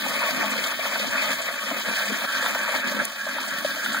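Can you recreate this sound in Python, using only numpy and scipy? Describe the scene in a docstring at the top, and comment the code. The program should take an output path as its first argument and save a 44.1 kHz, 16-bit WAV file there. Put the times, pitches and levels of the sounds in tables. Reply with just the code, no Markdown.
"""A water-powered pump running over a basement sump pit, miked from close above.
Its jet rushes and sputters, ringing the pipe, and pockets of air gulp through the discharge.
Below, the air of the pit booms and falling water slaps; spray hisses and there is one sharp click.
A faint hum and two dull thumps lie in the background.
Two spaced microphone ports feed a stereo widener."""
import sys
import numpy as np
from scipy import signal
from scipy.fft import rfft, irfft
from scipy.io import wavfile
from scipy.ndimage import uniform_filter1d

SR = 44100
rng = np.random.default_rng(int(sys.argv[2]) if len(sys.argv) > 2 else 0)


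def persist_wave(psi):
    """Save psi, clipped to +-1, as 16-bit WAV."""
    counts = np.round(np.clip(psi, -1, 1) * 32767).astype(np.int16)
    wavfile.write(sys.argv[1], SR, np.atleast_2d(counts).T)


N = 176400
TIME, HZ = np.arange(N) / SR, np.fft.rfftfreq(N, 1 / SR)

# Levels are relative within each table; the functions set the balance.
# spectra of the pit's boom, the jet, the spray and the click (frequency [Hz], level [dB])
BOOM_SPECTRUM = [(30, -32), (60, -16), (90, 1), (130, -60), (165, -2.5), (190, -13), (235, 3), (285, 3),
                 (330, -0.5), (380, -1), (420, -6)]
RUSH_SPECTRUM = [(440, -15), (510, -4.5), (550, -2), (650, 3), (780, -10), (900, -4.5), (1030, -10.5),
                 (1150, -3.5), (1600, -4), (2000, -3.5), (2450, 1.5), (2600, -5.5), (2750, -11.5)]
HISS_SPECTRUM = [(2750, -11.5), (3000, 2.5), (3600, -2), (4800, -5), (6200, -8.5), (7600, -10.5),
                 (9000, -12), (10300, -14.5), (13000, -15), (15500, -12.5)]
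CLICK_SPECTRUM = [(1000, -14), (3000, -6), (5500, -10), (7000, 1), (9500, 3), (12000, -5), (15500, -5)]
# rise and fall of the boom, the jet, the spray and the pipe's ring (time [s], level [dB])
BOOM_ENVELOPE = [(0.0, -46), (0.03, -41), (0.3, -46), (0.32, -38), (0.6, -39.5), (0.67, -47), (1.02, -44.5),
                 (1.08, -38), (1.11, -44), (1.48, -48), (1.58, -52), (1.71, -42.5), (1.86, -49),
                 (1.88, -37), (2.0, -52.5), (2.12, -36), (2.22, -52), (2.25, -40.5), (2.29, -47.5),
                 (2.51, -41.5), (2.58, -46), (2.63, -43), (2.7, -53), (2.75, -38.5), (2.83, -48),
                 (2.86, -38), (3.03, -38), (3.09, -57), (3.3, -47.5), (3.45, -48), (3.52, -45.5),
                 (3.72, -43), (3.83, -49), (3.87, -39), (4.0, -43.5)]
RUSH_ENVELOPE = [(0.0, -29.5), (0.24, -24), (0.37, -27), (0.42, -24.5), (0.71, -29), (0.72, -24.5),
                 (0.77, -37), (0.79, -29.5), (0.96, -26), (0.99, -30), (1.05, -27), (1.1, -30.5),
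                 (1.12, -26.5), (1.31, -24.5), (1.35, -32.5), (1.41, -27), (1.43, -34.5), (1.49, -27),
                 (1.53, -32), (1.79, -28), (1.83, -36.5), (1.87, -27.5), (2.18, -29.5), (2.19, -30),
                 (2.25, -25.5), (2.27, -33.5), (2.37, -28), (2.72, -28), (2.75, -23), (2.76, -27.5),
                 (2.97, -30), (3.01, -25), (3.09, -37), (3.2, -37), (3.33, -33), (3.4, -30.5),
                 (3.49, -33.5), (3.52, -30.5), (3.6, -33.5), (3.85, -32), (3.87, -30), (3.89, -33),
                 (3.98, -32), (4.0, -29)]
HISS_ENVELOPE = [(0.0, -34), (0.26, -33), (0.42, -35.5), (0.65, -32), (0.72, -36.5), (0.82, -37),
                 (0.865, -32), (0.9, -34), (1.21, -35.5), (1.245, -31), (1.3, -33.5), (1.59, -39),
                 (1.61, -36), (1.92, -35), (1.94, -32.5), (2.23, -36), (2.44, -32.5), (2.66, -37),
                 (2.77, -33), (2.84, -40.5), (2.88, -34.5), (3.01, -39.5), (3.05, -33), (3.06, -38.5),
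                 (3.13, -41), (3.44, -37.5), (3.45, -36.5), (3.49, -37), (3.84, -35), (3.87, -32.5),
                 (3.9, -35.5), (4.0, -37)]
PIPE_ENVELOPE = [(0, -37.5), (0.38, -42), (0.42, -30), (0.47, -35), (1.08, -39), (1.15, -27.5), (1.4, -36),
                 (1.83, -37.5), (1.87, -29), (1.91, -30), (1.94, -27), (2.01, -28.5), (2.12, -33),
                 (2.15, -24), (2.19, -33), (2.35, -24.5), (2.47, -26.5), (2.52, -31), (2.56, -27),
                 (2.74, -26.5), (2.79, -29), (2.97, -30), (3.01, -23), (3.07, -40), (3.12, -40),
                 (3.19, -28.5), (3.3, -31.5), (3.4, -31), (3.49, -34), (3.54, -26), (3.62, -33),
                 (3.69, -27), (3.75, -33), (3.8, -28), (4, -28.5)]
# the pit's low air modes and higher standing waves (frequency [Hz], width [Hz], level [dB])
PIT_AIR_MODES = [(166, 16, -11), (211, 16, 0), (259, 20, -4), (292, 24, -13), (352, 30, -22)]
PIT_STANDING_WAVES = [(470, 25, -8), (563, 43, 5), (882, 30, 4), (962, 36, 1), (1114, 28, 7), (1254, 24, 6),
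                      (1432, 26, 3), (1836, 28, 3), (1985, 36, 1), (2196, 28, 4), (2515, 50, 4)]
# resonances of the discharge pipe (frequency [Hz], level [dB])
PIPE_MODES = [(1335, -3), (1421, -5), (1550, 1), (1631, 3), (1685, 0), (1789, -3), (1916, -7), (2401, -8)]
# swells of the background hum (time [s], length [s], level [dB], pitch [Hz])
HUM_SWELLS = [(0.42, 0.63, -53, 87.5), (1.19, 0.42, -49.5, 99)]
# air pockets in the discharge (time [s], level [dB], pitch [Hz])
AIR_GULPS = [(0.062, -25, 870), (0.065, -28, 535), (0.218, -25, 1030), (0.237, -26, 570), (0.288, -24, 674),
             (0.443, -26.5, 670), (0.543, -30, 980), (0.584, -26.5, 526), (0.725, -37, 510),
             (0.791, -22.5, 616), (0.853, -42, 659), (0.998, -27, 553), (1.07, -32, 280),
             (1.242, -31, 1170), (1.297, -29, 268), (1.305, -27, 595), (1.709, -23.5, 615),
             (1.712, -26, 278), (1.772, -34.5, 637), (1.806, -33, 960), (1.883, -26, 570),
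             (2.097, -30, 465), (2.238, -30, 665), (2.427, -30, 545), (2.555, -27, 600), (2.568, -30, 945),
             (2.689, -27, 585), (2.722, -31, 580), (2.74, -23, 904), (2.918, -26.5, 586),
             (2.967, -27.5, 565), (3.015, -26, 580), (3.266, -26.5, 632), (3.364, -30, 586),
             (3.384, -27, 920), (3.435, -41, 660), (3.647, -17, 600), (3.766, -31, 620)]
# dull thumps, slaps of falling water, spits of spray, spurts of the jet (time [s], level [dB])
LOW_THUMPS = [(1.095, -35), (2.96, -42)]
WATER_SLAPS = [(0.225, -26), (0.53, -30), (0.85, -29), (0.91, -30), (1.708, -32), (2.24, -30), (2.44, -29),
               (2.555, -33), (2.675, -30), (3.265, -35), (3.434, -34)]
SPRAY_SPITS = [(0.5056, -30), (1.417, -30.5), (2.0541, -30), (2.6298, -31), (3.4779, -31.5), (3.929, -29.5)]
JET_SPURTS = [(0.41, -12.5), (0.851, -13), (0.9118, -29), (0.9547, -9), (1.1173, -27), (1.8844, -18),
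              (2.1426, -15), (2.4234, -12), (2.4606, -9), (2.549, -6.5), (2.998, -7.5), (3.3827, -13),
              (3.8598, -4.5), (3.908, -22), (3.945, -6.5), (3.9678, -8)]
# the microphone's two ports (frequency [Hz], likeness [0-1], left lead [rad], left minus right [dB])
MIC_PORTS = [(90, 0.83, -0.15, 1.1), (220, 0.98, 0.13, -0.3), (400, 0.67, 0.2, -3), (600, 0.94, 0.2, -1.3),
             (900, 0.79, 1.23, 1.1), (1150, 0.58, 0.72, -0.8), (1650, 0.44, 1.91, -5.8),
             (2100, 0.57, -2.53, -4.2), (2450, 0.35, -1.42, -5), (3400, 0.29, 1.15, -3.5),
             (4800, 0.14, -0.43, 0.8)]


def amp(db):
    """Decibels to gain."""
    return 10 ** (np.asarray(db) / 20)


def unit(x):
    """Scales to rms 1."""
    return x / np.sqrt(np.mean(x ** 2) + 1e-20)


def noise():
    """Two independent streams of white noise."""
    return rng.standard_normal((2, N))


def level(points):
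    """Gain over time from rows (time [s], level [dB])."""
    return amp(np.interp(TIME, *np.transpose(points)))


def colour(x, points, skirt_db=60):
    """Filters by rows (frequency [Hz], level [dB]), falling skirt_db an octave outside them; rms 1."""
    hz, db = np.transpose(points)
    octave, known = np.log2(HZ + 1), np.log2(hz)
    outside = abs(octave - np.clip(octave, known.min(), known.max()))
    return unit(irfft(rfft(x) * amp(np.interp(octave, known, db) - skirt_db * outside), N))


def ring(modes):
    """Noise rings steep-sided resonances (frequency [Hz], width [Hz], level [dB]); rms 1."""
    response = sum(amp(db) / (1 + 1j * (HZ - hz) / (0.47 * width)) ** 2 for hz, width, db in modes)
    return unit(irfft(rfft(noise()) * response, N))


def add(mix, start_s, sound):
    """Mixes a sound in at start_s."""
    part = mix[..., round(start_s * SR):][..., :sound.shape[-1]]
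    part += sound[..., :part.shape[-1]]


def wobble(rate_hz):
    """Random motion of rms 1, up to about the given rate."""
    return unit(irfft(rfft(rng.standard_normal(N)) * HZ / (HZ + 4) / (1 + (HZ / rate_hz) ** 3), N))


def sputter(per_s, fall_s):
    """Random pushes that start at once and die away, rms 1."""
    kicks = rng.random(N) < per_s / SR
    return unit(irfft(rfft(kicks) * HZ / (HZ + 8) / (1 + 2j * np.pi * HZ * fall_s), N))


def bursts(rows, rise_s, fall_s):
    """Envelope of quick swells from rows (time [s], level [dB])."""
    out, t = np.zeros(N), TIME[:SR // 5]
    shape = np.minimum(t / rise_s, 1) * np.exp(-np.maximum(t - rise_s, 0) / fall_s)
    for start_s, db in rows:
        add(out, start_s, amp(db) * shape)
    return out


def churn(patch_db, frames, bins):
    """Two streams of turbulence: noise with louder and softer patches in time and frequency."""
    spectra = signal.stft(noise(), nperseg=512, noverlap=384)[2]
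    patches = uniform_filter1d(rng.standard_normal(spectra.shape[1:]), frames, axis=1)
    patches = unit(uniform_filter1d(patches, bins, axis=0))
    return unit(signal.istft(spectra * amp(patch_db * patches), nperseg=512, noverlap=384)[1][:, :N])


def reflections(x, ripple_db, width_hz, from_hz=1200):
    """Many close reflections leave a fine, steady ripple on the upper spectrum."""
    ripple = unit(uniform_filter1d(rng.standard_normal(len(HZ)), round(width_hz / HZ[1])))
    upper = 1 - 1 / (1 + (HZ / from_hz) ** 4)
    return irfft(rfft(x) * amp(ripple_db * np.tanh(ripple) * upper), N)


def bubble(hz, rise_cycles, glide):
    """A bubble swells to its peak, then rings away, sliding in pitch by glide."""
    age = np.arange(0, 5, hz / rise_cycles / SR)  # in rise times
    turns = rise_cycles * (age + glide * age ** 2 / 2)
    return (age * np.exp(1 - age)) ** 2 * np.sin(2 * np.pi * turns)


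def bubbles(low_hz, high_hz, per_s, rise_cycles, spread_db, sizes=24):
    """A swarm of bubbles of random size and moment, in two streams."""
    out = np.zeros((2, N))
    for k, hz in enumerate(np.geomspace(low_hz, high_hz, sizes)):
        onsets = rng.random(N) < per_s / sizes / SR
        strength = amp(spread_db * np.minimum(rng.exponential(1, N), 3))
        out[k % 2] += signal.oaconvolve(onsets * strength, bubble(hz, rise_cycles, glide=0.025))[:N]
    return unit(out)


def hum():
    """In the background a faint low hum swells and fades twice, wavering a little."""
    out, waver = np.zeros((2, N)), wobble(rate_hz=14)
    for start_s, length_s, db, hz in HUM_SWELLS:
        t = TIME[:round(length_s * SR)]
        turns = np.cumsum(hz * (1 + 0.014 * waver[:len(t)])) / SR
        add(out[0], start_s, amp(db) * np.sin(np.pi * t / length_s) * np.sin(2 * np.pi * turns))
    return out


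def thumps():
    """Dull low thumps at the left port only."""
    out = np.zeros((2, N))
    for start_s, db in LOW_THUMPS:
        add(out[0], start_s, amp(db) * bubble(hz=119, rise_cycles=0.5, glide=-0.045))
    return out


def pit_boom(surge):
    """Below the microphone, the air of the pit booms with the churning water."""
    wash = colour(churn(patch_db=4, frames=12, bins=3), BOOM_SPECTRUM)
    boom = amp(-5.5) * wash + amp(6) * ring(PIT_AIR_MODES)
    return boom * surge * amp(wobble(rate_hz=33)) * level(BOOM_ENVELOPE)


def slaps():
    """Lumps of water slap down in the pit."""
    wet = colour(noise(), [(520, -4), (750, -6), (1100, -2), (1400, -0.5)], skirt_db=26)
    return wet * bursts(WATER_SLAPS, rise_s=0.006, fall_s=0.0097)


def spray(surge):
    """Fine spray hisses, with tiny bubbles bursting in it, and spits now and then."""
    fizz = bubbles(low_hz=2990, high_hz=15300, per_s=2900, rise_cycles=0.64, spread_db=3)
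    mist = reflections(churn(patch_db=1.89, frames=7, bins=26), ripple_db=3.5, width_hz=45)
    hiss = colour(unit(mist) + amp(-21.5) * fizz, HISS_SPECTRUM, skirt_db=94)
    hiss *= surge * amp(0.7 * sputter(per_s=19, fall_s=0.044)) * level(HISS_ENVELOPE)
    spits = colour(noise(), [(4000, 8), (8000, 34), (15000, -9)], skirt_db=15)
    spits *= bursts(SPRAY_SPITS, rise_s=0.001, fall_s=0.012)
    return amp(-1) * hiss + amp(-4) * spits


def click(start_s=3.0508, db=-22.5):
    """One sharp, bright click."""
    bright = colour(noise(), CLICK_SPECTRUM, skirt_db=20)
    return bright * bursts([(start_s, db)], rise_s=0.001, fall_s=0.003)


def gulps(typical_cycles=8.5, glide=0.15):
    """Large air pockets gulp through the discharge: a few cycles that swell, fade and slide in pitch."""
    out = np.zeros((2, N))
    for start_s, db, hz in AIR_GULPS:
        size, slide = rng.uniform(-0.78, 1, 2)
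        cycles = typical_cycles * (1 + size / 4)
        progress = np.arange(0, 1, hz / cycles / SR)
        turns = cycles * (progress + glide * slide * progress * (progress - 0.5))
        swell = np.sin(np.pi * progress ** 0.51) ** 2
        add(out[0], start_s, amp(db) * swell * np.sin(2 * np.pi * turns))
    return out


def spurts():
    """Spurts of the jet splash and knock the pipe."""
    knocks = np.zeros((2, N))
    for start_s, db in JET_SPURTS:
        knock = bubble(hz=1640 * rng.uniform(0.85, 1.04), rise_cycles=4.1, glide=0)
        add(knocks[0], start_s, amp(db) * knock)
    splash = colour(noise(), [(900, 11), (1200, 0), (1650, 9), (2400, -1), (5000, -24)])
    splash *= bursts(JET_SPURTS, rise_s=0.0018, fall_s=0.0042)
    return amp(-13.5) * knocks + amp(-20) * splash


def pipe(surge, width_hz=28):
    """Sputtering water and air make the discharge pipe ring and rasp."""
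    tones = ring([(hz, width_hz, db) for hz, db in PIPE_MODES])
    rasp = ring([(1660, 170, 0)]) * amp(1.3 * sputter(per_s=57, fall_s=0.008))
    return (amp(-7) * tones + amp(-17.5) * rasp) * surge * level(PIPE_ENVELOPE)


def jet(surge):
    """Close up, the jet rushes and gurgles through the pump and stirs standing waves in the pit."""
    turbulence = reflections(churn(patch_db=2.5, frames=6, bins=8), ripple_db=8, width_hz=63)
    rush = colour(turbulence, RUSH_SPECTRUM, skirt_db=28)
    gurgle = bubbles(low_hz=518, high_hz=678, per_s=67, rise_cycles=1.86, spread_db=0)
    flow = amp(-5.5) * rush + amp(-12) * ring(PIT_STANDING_WAVES) + amp(-18) * gurgle
    return flow * surge ** 0.68 * level(RUSH_ENVELOPE)


def microphone(streams):
    """Two spaced ports above the pit hear the bass alike and the treble differently."""
    hz, *columns = np.transpose(MIC_PORTS)
    likeness, lead, tilt_db = (np.interp(np.log(HZ + 1), np.log(hz), column) for column in columns)
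    left, unrelated = rfft(streams)
    right = (likeness * left + np.sqrt(1 - likeness ** 2) * unrelated) * np.exp(-1j * lead)
    return irfft(np.array([left * amp(tilt_db / 2), right * amp(-tilt_db / 2)]), N)


def scene():
    """The pump from close above: one uneven surge of the flow sways the boom, spray, pipe and jet."""
    surge = amp(sputter(per_s=55, fall_s=0.0052) + 0.66 * wobble(rate_hz=11))  # pushes on slower swells
    around = hum() + pit_boom(surge) + slaps() + spray(surge) + click()
    pump = gulps() + spurts() + pipe(surge) + jet(surge)
    return thumps() + microphone(around + pump)


def record(dry, delay_samples=16, cross_gain=0.975, cutoff_hz=15780):
    """The widener subtracts a delayed copy of each channel from the other; a low-pass follows."""
    crossed = np.pad(dry[::-1], ((0, 0), (delay_samples, 0)))[:, :N]
    lowpass = signal.firwin(1023, cutoff_hz, window=("kaiser", 9), fs=SR)
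    return signal.oaconvolve(dry - cross_gain * crossed, lowpass[None], "same")


dry = scene()
out = record(dry)
persist_wave(out)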